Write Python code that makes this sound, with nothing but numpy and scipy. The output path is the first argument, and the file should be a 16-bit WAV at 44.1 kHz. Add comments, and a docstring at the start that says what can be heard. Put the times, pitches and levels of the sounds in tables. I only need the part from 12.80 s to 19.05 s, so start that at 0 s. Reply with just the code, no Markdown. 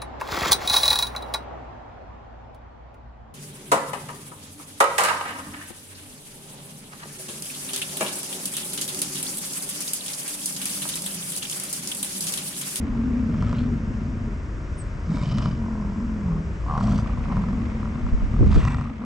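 """Two bison bulls bellow as they shove each other: slow, uneven throat pulses ring chest, throat and mouth.
Some bellows clear into a held tone, and single hard pulses pop out sharply.
The bulls snort noise through the resonances of the nose; hooves and bodies thump as low decaying tones.
Dry grass rustles over a low rumble and a soft hiss, both shaped noise; a small bird chips once."""
import sys
import numpy as np
from scipy import signal
from scipy.fft import rfft, irfft, next_fast_len
from scipy.io import wavfile
from scipy.ndimage import uniform_filter1d, map_coordinates

SR = 44100
rng = np.random.default_rng(int(sys.argv[2]) if len(sys.argv) > 2 else 0)


def waveform_to_disk(signal):
    """Save audio, clipped to [-1, 1], as 16-bit WAV at the path in sys.argv[1]."""
    frames = np.transpose(np.atleast_2d(signal))
    scaled = np.clip(frames, -1, 1) * 32767
    samples = np.round(scaled).astype(np.int16)
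    wavfile.write(sys.argv[1], SR, samples)


N = 275614  # samples


def amp(db):
    """Decibels to linear gain."""
    return 10 ** (np.asarray(db) / 20)


def unit(x):
    """x scaled to an rms of 1."""
    return x / np.sqrt(np.mean(x ** 2) + 1e-20)


def along(points, hz):
    """Read (Hz, value) points on a log frequency axis."""
    f, v = np.transpose(points)
    return np.interp(np.log(hz + 1), np.log(f + 1), v)


def curves(rows):
    """One value per sample for each column after the time."""
    s, *cols = np.transpose(rows)
    return [np.interp(np.arange(N) / SR, s, c) for c in cols]


def since(s):
    """Seconds since s, for every sample."""
    return np.arange(N) / SR - s


def envelope_db(t, length, attack, release):
    """Full from t = 0 for length; attack and release are the seconds for a change of 20 dB."""
    return -20 * (np.maximum(-t, 0) / attack + np.maximum(t - length, 0) / release)


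def wobble(rate):
    """A smooth random curve, rate knots a second."""
    at = np.arange(0, N, 16)
    knots = rng.standard_normal(int(N * rate / SR) + 4)
    return np.interp(np.arange(N), at, map_coordinates(knots, [at * rate / SR]))


def filtered(x, response):
    """x times a complex response of frequency."""
    m = next_fast_len(N + SR // 2)
    return irfft(rfft(x, m) * response(np.fft.rfftfreq(m, 1 / SR)), m)[..., :N]


def noise(spectrum, alike):
    """Stereo noise of rms 1 with a given spectrum and left-right likeness."""
    def mid_side(hz):
        turn = np.arccos(np.clip(along(alike, hz), -1, 1)) / 2
        return amp(along(spectrum, hz)) * [np.cos(turn), np.sin(turn)]

    mid, side = filtered(rng.standard_normal((2, N)), mid_side)
    return unit(np.array([mid + side, mid - side]))


def placed(times, shapes):
    """Sum one short waveform per row, each starting at its time."""
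    first = np.round(np.clip(times, 0, None) * SR).astype(int)
    at = first[:, None] + np.arange(shapes.shape[1])
    return np.bincount(at.ravel(), shapes.ravel(), N)[:N]


def levelled(x, size):
    """x held near a running rms of 1 over size samples; the quietest stretches stay lower."""
    power = uniform_filter1d(uniform_filter1d(x * x, size), size)
    return x / np.sqrt(np.abs(power) + np.mean(x * x) / 100)


def resonances(f, modes):
    """Causal response of (Hz, width Hz, dB) modes, alternating in sign."""
    s = 1j * f
    return s * sum((-1) ** k * amp(db) * w / (c * c + s * (s + w)) for k, (c, w, db) in enumerate(modes))


def ringing(times, sizes, hz, t60, attack, bend=0):
    """Each pulse rings one resonance at its own frequency, which rises by bend (a share a second)."""
    t = np.arange(SR // 5) / SR
    tones = np.sin(2 * np.pi * hz[:, None] * (t + bend * t * t / 2))
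    decay = amp(-60 * t / t60) * (1 - np.exp(-t / attack))
    return placed(times, sizes[:, None] * tones * decay)


# ground rumble, swelling as the bulls charge: time_s, level_db
RUMBLE_LEVEL = [(0, -28), (1.5, -29.5), (3.2, -30), (4.4, -25), (5.2, -31), (5.76, -17.5), (6.25, -41.5)]
# spectral tilt of the rumble: freq_hz, relative_db
RUMBLE_SPECTRUM = [(12, -25.5), (25, -6), (36, -1.5), (49, 3.5), (60, -0.5), (80, -1), (110, -10),
                   (200, -20), (500, -79)]
# spectral tilt of the open-air hiss: freq_hz, relative_db
HISS_SPECTRUM = [(76, -25.5), (130, 5.5), (255, -2), (295, 1.5), (424, -7.5), (567, -8.5), (693, -12),
                 (846, -24), (910, -11.5), (1430, -12.5), (2300, -21), (4150, -35.5), (5300, -29.5),
                 (7640, -35.5), (10000, -53)]
# stereo width of the hiss: freq_hz, left_right_likeness (1 = mono)
HISS_LIKENESS = [(100, 1), (500, 0.91), (2000, 0.12), (5000, 0.93), (9000, 1)]
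HISS_DB, HISS_SINKS_S, HISS_SINK_DB = -39, 5.95, -8.5  # the hiss sinks after the last shove


def background():
    """A low uneven rumble and the soft hiss of the open meadow, both shaped noise."""
    rumble = levelled(noise(RUMBLE_SPECTRUM, [(25, 0.99), (120, 0.95)]), size=6000)
    rumble = amp(curves(RUMBLE_LEVEL)[0]) * rumble
    sunk = amp(envelope_db(since(HISS_SINKS_S), length=1, attack=0.11, release=1))
    hiss_db = HISS_DB + HISS_SINK_DB * sunk + 0.28 * wobble(2.4)
    hiss = amp(hiss_db) * noise(HISS_SPECTRUM, HISS_LIKENESS)
    return (rumble + hiss) * amp([[.5], [-.5]])  # dB left, right


# decay of the outdoor reverb: freq_hz, t60_s
MEADOW_DECAY = [(100, 0.055), (1000, 0.33), (8000, 0.31)]


def meadow(x):
    """A faint scattered answer from the ground and slopes: x convolved with decaying stereo noise."""
    hz, t, z = signal.stft(rng.standard_normal((2, SR // 2)), SR, nperseg=256)
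    decay = amp(-60 * t / along(MEADOW_DECAY, hz)[:, None])
    tail = signal.istft(z * decay, SR, nperseg=256)[1]
    delayed = np.pad(x, (300, 0))  # samples
    return signal.fftconvolve(delayed[None], tail / np.linalg.norm(tail[0]), axes=1)[:, :N]


# how hard the hooves work the grass: time_s, level_db
TRAMPLING_LEVEL = [(0, -47), (1.8, -53.5), (3.6, -53), (4.3, -43.5), (5.4, -46.5), (6.25, -46.5)]


def trampling():
    """Dry grass and dust rustle as the bulls push on: shaped noise in a fast random flicker."""
    level_db, = curves(TRAMPLING_LEVEL)
    spectrum = [(200, -17), (420, 3.5), (800, 1.0), (1100, -2.0), (1650, -7.0), (2100, -2.5),
                (3200, -15.0), (7000, -31.0), (10000, -37.0)]
    stalks = noise(spectrum, [(1000, 0.23)])
    return amp(level_db) * unit(amp(2.64 * wobble(200)) * stalks)


CHIP_S, CHIP_LENGTH_S, CHIP_DB = 1.988, 0.033, -45.5
# the pitch settles towards CHIP_HZ from above
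CHIP_HZ, CHIP_DROP_HZ, CHIP_GLIDE_S = 7700, 950, .023


def bird():
    """One thin chip that falls quickly and levels off, with a second voice just above it."""
    t = np.maximum(since(CHIP_S), -CHIP_GLIDE_S)
    hz = CHIP_HZ + CHIP_DROP_HZ * np.exp(-t / CHIP_GLIDE_S)
    phase = 2 * np.pi * np.cumsum(hz * (1 + 0.0027 * wobble(380))) / SR
    level_db = CHIP_DB + envelope_db(since(CHIP_S), CHIP_LENGTH_S, attack=.014, release=0.012)
    return amp(level_db) * (np.sin(phase) + 0.49 * np.sin(1.07 * phase))


# hoof and body blows: start_s, drive_db, slap_db (relative to drive), push_pitch_hz
BLOWS = [(5.227, -11.5, -26, 42), (5.321, -5, -29.5, 32), (5.415, -8, -24, 32.8), (5.588, -4.5, -11, 40),
         (5.603, -4, -9.5, 92.4), (5.622, -11.5, 1, 109.7), (5.651, -5, -13, 49.9), (5.69, -8, -11.5, 37.3),
         (5.747, -1, -14, 33), (5.759, -6, -4.5, 60.4), (5.779, -14, -5, 111.4)]


def thumps():
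    """Each blow is a low decaying push, uneven in stereo, and a dull swelling slap of hide and turf."""
    s, db, slap_db, hz = np.transpose(BLOWS)
    t = np.arange(SR // 5) / SR
    push = ringing(s, amp(db), hz, t60=0.1, attack=0.0069)
    # the sway comes 7 ms later at a scattered pitch, in opposite polarity left and right
    sway_hz = hz * np.exp(0.35 * rng.standard_normal(len(s)))
    sway = ringing(s + .007, amp(db), sway_hz, t60=0.15, attack=.005)
    swell = amp(-60 * t / 0.088) * (1 - np.exp(-t / 0.006)) ** 2
    swells = placed(s, amp(db + slap_db)[:, None] * swell)
    slap_spectrum = [(60, -10), (200, 6.5), (400, -1.0), (600, -13.5), (900, -23), (3000, -62.5)]
    slap = swells * noise(slap_spectrum, [(300, 0.26)])
    return push * amp([[1.2], [-1.2]]) + amp(-2.0) * np.array([sway, -sway]) + slap


JET_DB = -7  # the broad rush of a snort, against its resonances


def snort(row, peaks):
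    """Air rings the nose; wet nostrils flutter, and the resonances slide and blur as its shape changes."""
    s, length, rise, fall, rush_db, hiss_db, slide = row
    modes = [(hz, (32 + 0.03 * hz) * (1 + abs(slide)), db) for hz, db in peaks]
    flutter = levelled(amp(4 * wobble(130) + 4.4 * wobble(500)), size=1500)
    air, jet = flutter * rng.standard_normal((2, N))
    # two interleaved groups of resonances waver independently
    groups = filtered(air, lambda hz: np.array([resonances(hz, modes[k::2]) for k in range(2)]))
    steady_nose = sum(group * amp(wobble(16)) for group in groups)
    # reading the noise at a changing speed slides its resonances
    speed = 2 ** (slide * np.clip(since(s), -rise / 2, length + fall / 2))
    sounding = np.abs(since(s + length / 2)) < .6
    slid = map_coordinates(steady_nose, [np.cumsum(speed[sounding])])
    nose = np.zeros(N)
    nose[sounding] = unit(slid)
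    # the jet outside the nostrils adds a broad rush between the resonances
    rush = unit(filtered(jet, lambda hz: hz / (hz + 400) / (1 + hz / 2500)))
    nose += amp(JET_DB) * sounding * rush

    def split(hz):
        """Rush below about 3800 Hz, nostril hiss above."""
        tilt = (hz / 3800) ** 8
        return np.array([hz ** 0, tilt / (1 + (hz / 8700) ** 16)]) / (1 + tilt)

    low, high = filtered(nose, split)
    mix = amp(rush_db) * low / low[sounding].std() + amp(hiss_db) * high / high[sounding].std()
    return amp(envelope_db(since(s), length, rise, fall)) * mix


# snorts: full_force_s, length_s, rise_s (per 20 dB), fall_s (per 20 dB), rush_db, nostril_hiss_db,
# slide_octaves_per_s
SNORT_EVENTS = [(0.615, 0.1, 0.2, 0.17, -42, -63.5, 0), (0.762, 0.04, .04, 0.1, -46.5, -59.5, 2),
                (2.341, .08, 0.11, 0.11, -44, -54, 0), (2.44, 0.22, 0.061, .16, -43, -53, -.07),
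                (4.032, 0.17, 0.19, 0.031, -42, -53, 0.5), (5.732, 0.058, 0.12, 0.07, -39.5, -52, -2.5),
                (5.819, 0.074, .07, 0.22, -38.5, -55, -0.1)]
# resonances of the nose, one list for each snort: freq_hz, level_db
NOSE_RESONANCES = [
    [(600, 10.5), (1290, 3.5), (2300, -10.5), (3250, -11), (5200, -9)],
    [(1300, 3.5), (2260, -7), (3270, -11), (3950, -5.5)],
    [(603, 8), (996, 3), (2300, -1), (3740, -9), (5000, -6.5), (7300, -18.5)],
    [(620, 11.5), (1000, 4.5), (1240, 4), (2370, -1), (3040, 4.5), (3660, -10), (5000, 0), (5400, -1.5),
     (6500, -15.5)],
    [(665, 8), (1100, -1.5), (3300, -11.5), (4550, -9.5), (5650, -10.5), (7600, -19)],
    [(700, 8), (1250, 4.5), (2700, -5.5), (3600, -2), (4900, -5.5), (6200, -15.5)],
    [(1050, 8), (1350, 0), (1950, 4.5), (2370, 0.5), (2750, -0.5), (3500, -10.5), (6000, -9), (7900, -8)],
]


def snorts():
    """Every snort is air through its own shape of the nose."""
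    return sum(snort(row, peaks) for row, peaks in zip(SNORT_EVENTS, NOSE_RESONANCES))


# resonances of the open mouth: freq_hz, width_hz, level_db
MOUTH_RESONANCES = [(590, 140, -9.5), (765, 30, -8.5), (978, 60, -0.5), (1206, 164, -2.5),
                    (1372, 134, -4.5), (1900, 200, -20)]
MOUTH_TOP_HZ = 7000  # the soft mouth swallows the treble above this


def mouth(x):
    """Ring x through the resonances of the open mouth."""
    return filtered(x, lambda hz: resonances(hz, MOUTH_RESONANCES) / (1 + (hz / MOUTH_TOP_HZ) ** 10))


# the hardest single pulses: start_s, knock_db, treble_db (relative to knock)
HARD_PULSES = [(0.544, -29.5, -23), (0.624, -22.5, -19), (.694, -29.5, -13.5), (0.728, -23, -16.5),
               (2.371, -28, -12.5), (2.515, -30.5, -11), (2.606, -28.5, -25.5), (2.584, -24.5, -5.5),
               (2.621, -27, -14), (2.657, -20.5, -20), (3.977, -18.5, -25), (4.119, -27.5, -15.5),
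               (4.187, -24, -17), (4.26, -30.5, -23.5), (4.382, -30.5, -25.5), (4.523, -26, -22.5),
               (4.568, -22.5, -23.5), (4.637, -26, -27), (4.686, -28, -24.5), (5.029, -28.5, -28.5),
               (5.055, -27, -24.5), (5.156, -28, -30), (5.265, -28, -27), (5.724, -22.5, -21),
               (5.743, -24.5, -13.5), (5.762, -25, -23.5), (5.83, -30.5, -16), (5.851, -26, -9),
               (5.874, -21, -19.5), (5.908, -27.5, -17.5), (5.945, -22.5, -20.5), (6.011, -25, -21),
               (5.983, -28, -25), (6.044, -34, -23.5), (6.218, -32.5, -28)]


def pops():
    """Single hard pulses knock in the mouth and thud in the chest, with a wet click on top."""
    s, db, treble_db = np.transpose(HARD_PULSES)
    t = np.arange(SR // 40) / SR
    puffs = rng.standard_normal((len(s), len(t))) * amp(-60 * t / .012)
    ring_peak = np.abs(mouth(np.eye(1, N)[0])).max()  # peak of the mouth's impulse response
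    knock = mouth(placed(s, amp(db)[:, None] * ((t == 0) + 0.031 * puffs))) / ring_peak
    click = placed(s, amp(db + treble_db)[:, None] * puffs)
    click_spectrum = [(300, -6), (1500, 10), (6000, 4), (8000, -4), (10000, -22)]
    click = filtered(click, lambda hz: amp(along(click_spectrum, hz)))
    thud = ringing(s, amp(db + 6.5), np.full(len(s), 140.), t60=0.052, attack=0.001)
    return knock + click + thud


# clear tones within the bellows: start_s, length_s, start_hz, end_hz, level_db
CLEAR_TONES = [(0.808, 0.16, 238.2, 234, -27), (0.817, .12, 419, 406, -41.5), (1.478, 0.074, 419, 364, -44),
               (3.436, 0.266, 429, 395, -45.5)]


def moans():
    """Now and then the rough voice clears into one held, sagging tone: a gliding, slightly unsteady sine."""
    out = np.zeros(N)
    for s, length, start_hz, end_hz, db in CLEAR_TONES:
        hz = np.interp(since(s), [0, length], [start_hz, end_hz]) * (1 + .008 * wobble(30))
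        level_db = db + envelope_db(since(s), length, attack=0.032, release=0.071) + 1.5 * wobble(25)
        out += amp(level_db) * np.sin(2 * np.pi * np.cumsum(hz) / SR)
    return out


# the bellows: start_s, length_s, initial_pulses_per_s, timing_scatter_periods, throat_hz,
# throat_glide_octaves, mouth_hz (scaled to two resonances in rasp), throat_db, chest_db, mouth_rasp_db,
# mouth_air_db (levels before the voice tires)
BELLOW_EVENTS = [(0.0, .16, 44, .12, 238, 0.076, 1106, -27.5, -38.5, -58, -54),
                 (0.17, .11, 48, 0.03, 246.3, -0.038, 1174, -23.5, -33, -54.5, -62),
                 (0.307, .19, 34.5, 0.027, 242.4, -0.1, 1160, -23, -35.5, -57.5, -56.5),
                 (0.509, 0.42, 46, .2, 224.4, 0.054, 1210, -26.5, -25.5, -60, -59),
                 (1.002, 0.47, 29, .15, 232.7, -0.11, 1094, -30, -31.5, -62, -61.5),
                 (2.299, .18, 47, 0.27, 186.4, -0.18, 1062, -30.5, -26.5, -50.5, -53.5),
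                 (2.528, .19, 60, .2, 200, .15, 1050, -28.5, -24.5, -49.5, -57),
                 (2.794, .37, 45.5, .013, 226, -0.22, 1013, -28.5, -39, -45.5, -53),
                 (3.181, 0.26, 46.5, .02, 223.7, -0.08, 990, -27.5, -47.5, -54, -59.5),
                 (3.459, .11, 44.5, 0.054, 179.3, -0.061, 1080, -25.5, -32, -54, -46.5),
                 (3.91, .07, 75, .016, 168.5, 0.18, 1125, -34, -31, -30, -45.5),
                 (4.025, .12, 58, 0.087, 209.8, 0.08, 1123, -22, -24, -40, -42),
                 (4.221, 0.25, 28, .1, 220.6, 0.082, 1090, -32, -35.5, -45.5, -52.5),
                 (4.498, .1, 68, 0.054, 208.3, -0.26, 1057, -25, -37.5, -42.5, -43.5),
                 (4.682, 0.13, 45, 0.11, 209.6, 0.2, 1136, -26, -31.5, -47.5, -54),
                 (4.87, .66, 40, .15, 219.8, 0.057, 1130, -30, -33.5, -50.5, -57),
                 (5.545, 0.25, 52, 0.181, 234, -0.077, 1114, -27.5, -26, -46.5, -54),
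                 (5.829, 0.15, 78, .15, 215, 0, 1145, -29.5, -26.5, -43, -51.5),
                 (5.999, 0.11, 55, .12, 223.7, 0.087, 1193, -32.5, -50.5, -45.5, -54.5),
                 (6.214, .1, 38, 0.26, 226, -0.062, 1103, -31, -50, -47.5, -47.5)]
# every bellow swells, tires and dies away (attack and release per 20 dB), and its pulses slow down
ATTACK_S, RELEASE_S, TIRING_DB_PER_S, SLOWING_OCTAVES = .05, 0.27, 5, .2
MOUTH_OPEN_S, MOUTH_CLOSE_S = .08, .09  # rasp and air come and go with the mouth; per 20 dB


def fold_pulses(size_db):
    """Time, size, unevenness, throat and mouth Hz of each vocal-fold slap; every bellow restarts them."""
    t = since(0)
    rows = np.array(BELLOW_EVENTS)
    current = np.maximum(np.searchsorted(rows[:, 0] - MOUTH_OPEN_S / 2, t) - 1, 0)
    s, length, rate, scatter, throat_hz, glide, mouth_hz, *_ = rows[current].T
    progress = np.clip((t - s) / length, 0, 1)
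    cycles = np.cumsum(rate * 2 ** (-SLOWING_OCTAVES * progress)) / SR
    # one slap for each whole cycle counted from the start of the bellow
    at = np.flatnonzero(np.diff(np.ceil(cycles - np.interp(s, t, cycles)), prepend=0) > 0)
    slip, size = rng.standard_normal((len(at), 2)).T
    uneven = np.abs(scatter[at])
    times = t[at] + slip * uneven / rate[at]
    sizes = amp(size_db * size * np.sqrt(uneven))
    return times, sizes, uneven, throat_hz[at] * 2 ** (glide[at] * progress[at]), mouth_hz[at]


def loudness(db, attack, release):
    """The gain of one part of the voice through all bellows, given its level in each."""
    t = np.arange(0, N, 64) / SR
    each = [level - TIRING_DB_PER_S * np.maximum(t - s, 0) + envelope_db(t - s, length, attack, release)
            for (s, length, *_), level in zip(BELLOW_EVENTS, db)]
    return np.interp(np.arange(N) / SR, t, amp(np.max(each, axis=0)))


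def rasp(times, sizes, uneven, mouth_hz, spread_db):
    """Fold pulses ring two mouth resonances, the upper one chirping; uneven ones vary in force and ring, and
    puff more air."""
    force, shape = np.sqrt(uneven) * rng.standard_normal((2, len(times)))
    sizes, hz = sizes * amp(spread_db * force), mouth_hz * np.exp(0.22 * shape)
    ring = ringing(times, sizes, 0.94 * hz, t60=0.021, attack=0.0016, bend=16.8)
    ring -= amp(-13.0) * ringing(times, sizes, 0.66 * hz, t60=0.034, attack=0.00062)
    t = np.arange(SR // 40) / SR
    bursts = rng.standard_normal((len(times), len(t))) * amp(-60 * t / 0.014)
    puffs = mouth(placed(times, (sizes * uneven ** 0.7)[:, None] * bursts))
    return levelled(unit(ring) + amp(-3.5) * unit(puffs), size=5000)


# colour of the throat through its wall: freq_hz, gain_db
THROAT_COLOUR = [(40, -25), (110, -8.5), (165, 9), (255, 6.5), (310, -5), (420, 0.5), (700, -10),
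                 (1500, -45.5)]
# spectral tilt of the air streaming from the mouth: freq_hz, relative_db
AIR_STREAM_SPECTRUM = [(300, -19), (750, -0.5), (1120, 1.5), (1600, -14), (5000, -44)]
GRUMBLE_DB = -47.5  # floor of throat and chest, which never fall quite silent


def bellow():
    """Slow fold pulses boom in throat and chest, and rasp over a stream of air when the mouth opens."""
    times, sizes, uneven, throat_hz, mouth_hz = fold_pulses(size_db=1.0)
    *_, throat_db, chest_db, mouth_db, air_db = np.transpose(BELLOW_EVENTS)
    # uneven pulses also shake the pitch of the resonances
    shake = (uneven + 0.099) * rng.standard_normal((2, len(times)))
    throat = ringing(times, sizes, throat_hz * np.exp(0.3 * shake[0]), t60=0.11, attack=0.0011)
    throat = filtered(throat, lambda hz: amp(along(THROAT_COLOUR, hz)))
    upper_hz = 415 * np.exp(0.1 * shake[0])
    throat += amp(-13.0) * ringing(times, sizes, upper_hz, t60=0.07, attack=0.0024)
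    chest = ringing(times, sizes, 132 * np.exp(0.81 * shake[1]), t60=0.061, attack=0.0042)
    boom = np.zeros(N)
    for db, part in [(throat_db, throat), (chest_db, chest)]:
        gain = np.maximum(loudness(db, ATTACK_S, RELEASE_S), amp(GRUMBLE_DB))
        boom += gain * levelled(part, size=3000)
    flickering = amp(5.6 * wobble(150)) * rng.standard_normal(N)
    air = unit(filtered(flickering, lambda hz: amp(along(AIR_STREAM_SPECTRUM, hz))))
    rasping = rasp(times, sizes, uneven, mouth_hz, spread_db=8.0)
    return (boom + loudness(mouth_db, MOUTH_OPEN_S, MOUTH_CLOSE_S) * rasping
            + loudness(air_db, MOUTH_OPEN_S, MOUTH_CLOSE_S) * air)


def scene():
    """Bulls and bird with their answer from the meadow, over the rustling grass and the background."""
    direct = bellow() + moans() + pops() + snorts() + bird() + thumps()
    return direct + amp(-14.0) * meadow(direct.mean(axis=0)) + trampling() + background()


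# phase between the microphones: freq_hz, left_lead_rad
MIC_PHASE = [(100, 0.096), (500, -0.23), (1460, -0.64), (3500, -0.9), (4800, -0.3)]
# level between the microphones: freq_hz, left_minus_right_db
MIC_BALANCE = [(2000, 0.5), (5000, -3.5), (8000, 1)]
TOP_HZ = 10185  # band limit


def record(dry):
    """Two microphones differ in phase and colour; the deepest bass and all above the band limit drop out."""
    def response(hz):
        between = np.exp(1j * along(MIC_PHASE, hz)) * amp(along(MIC_BALANCE, hz))
        ports = between ** np.array([[.5], [-.5]])  # half the difference on each side
        return ports * 1j * hz / (12 + 1j * hz) * (hz < TOP_HZ)

    return filtered(dry, response)


dry = scene()
out = record(dry)
waveform_to_disk(out)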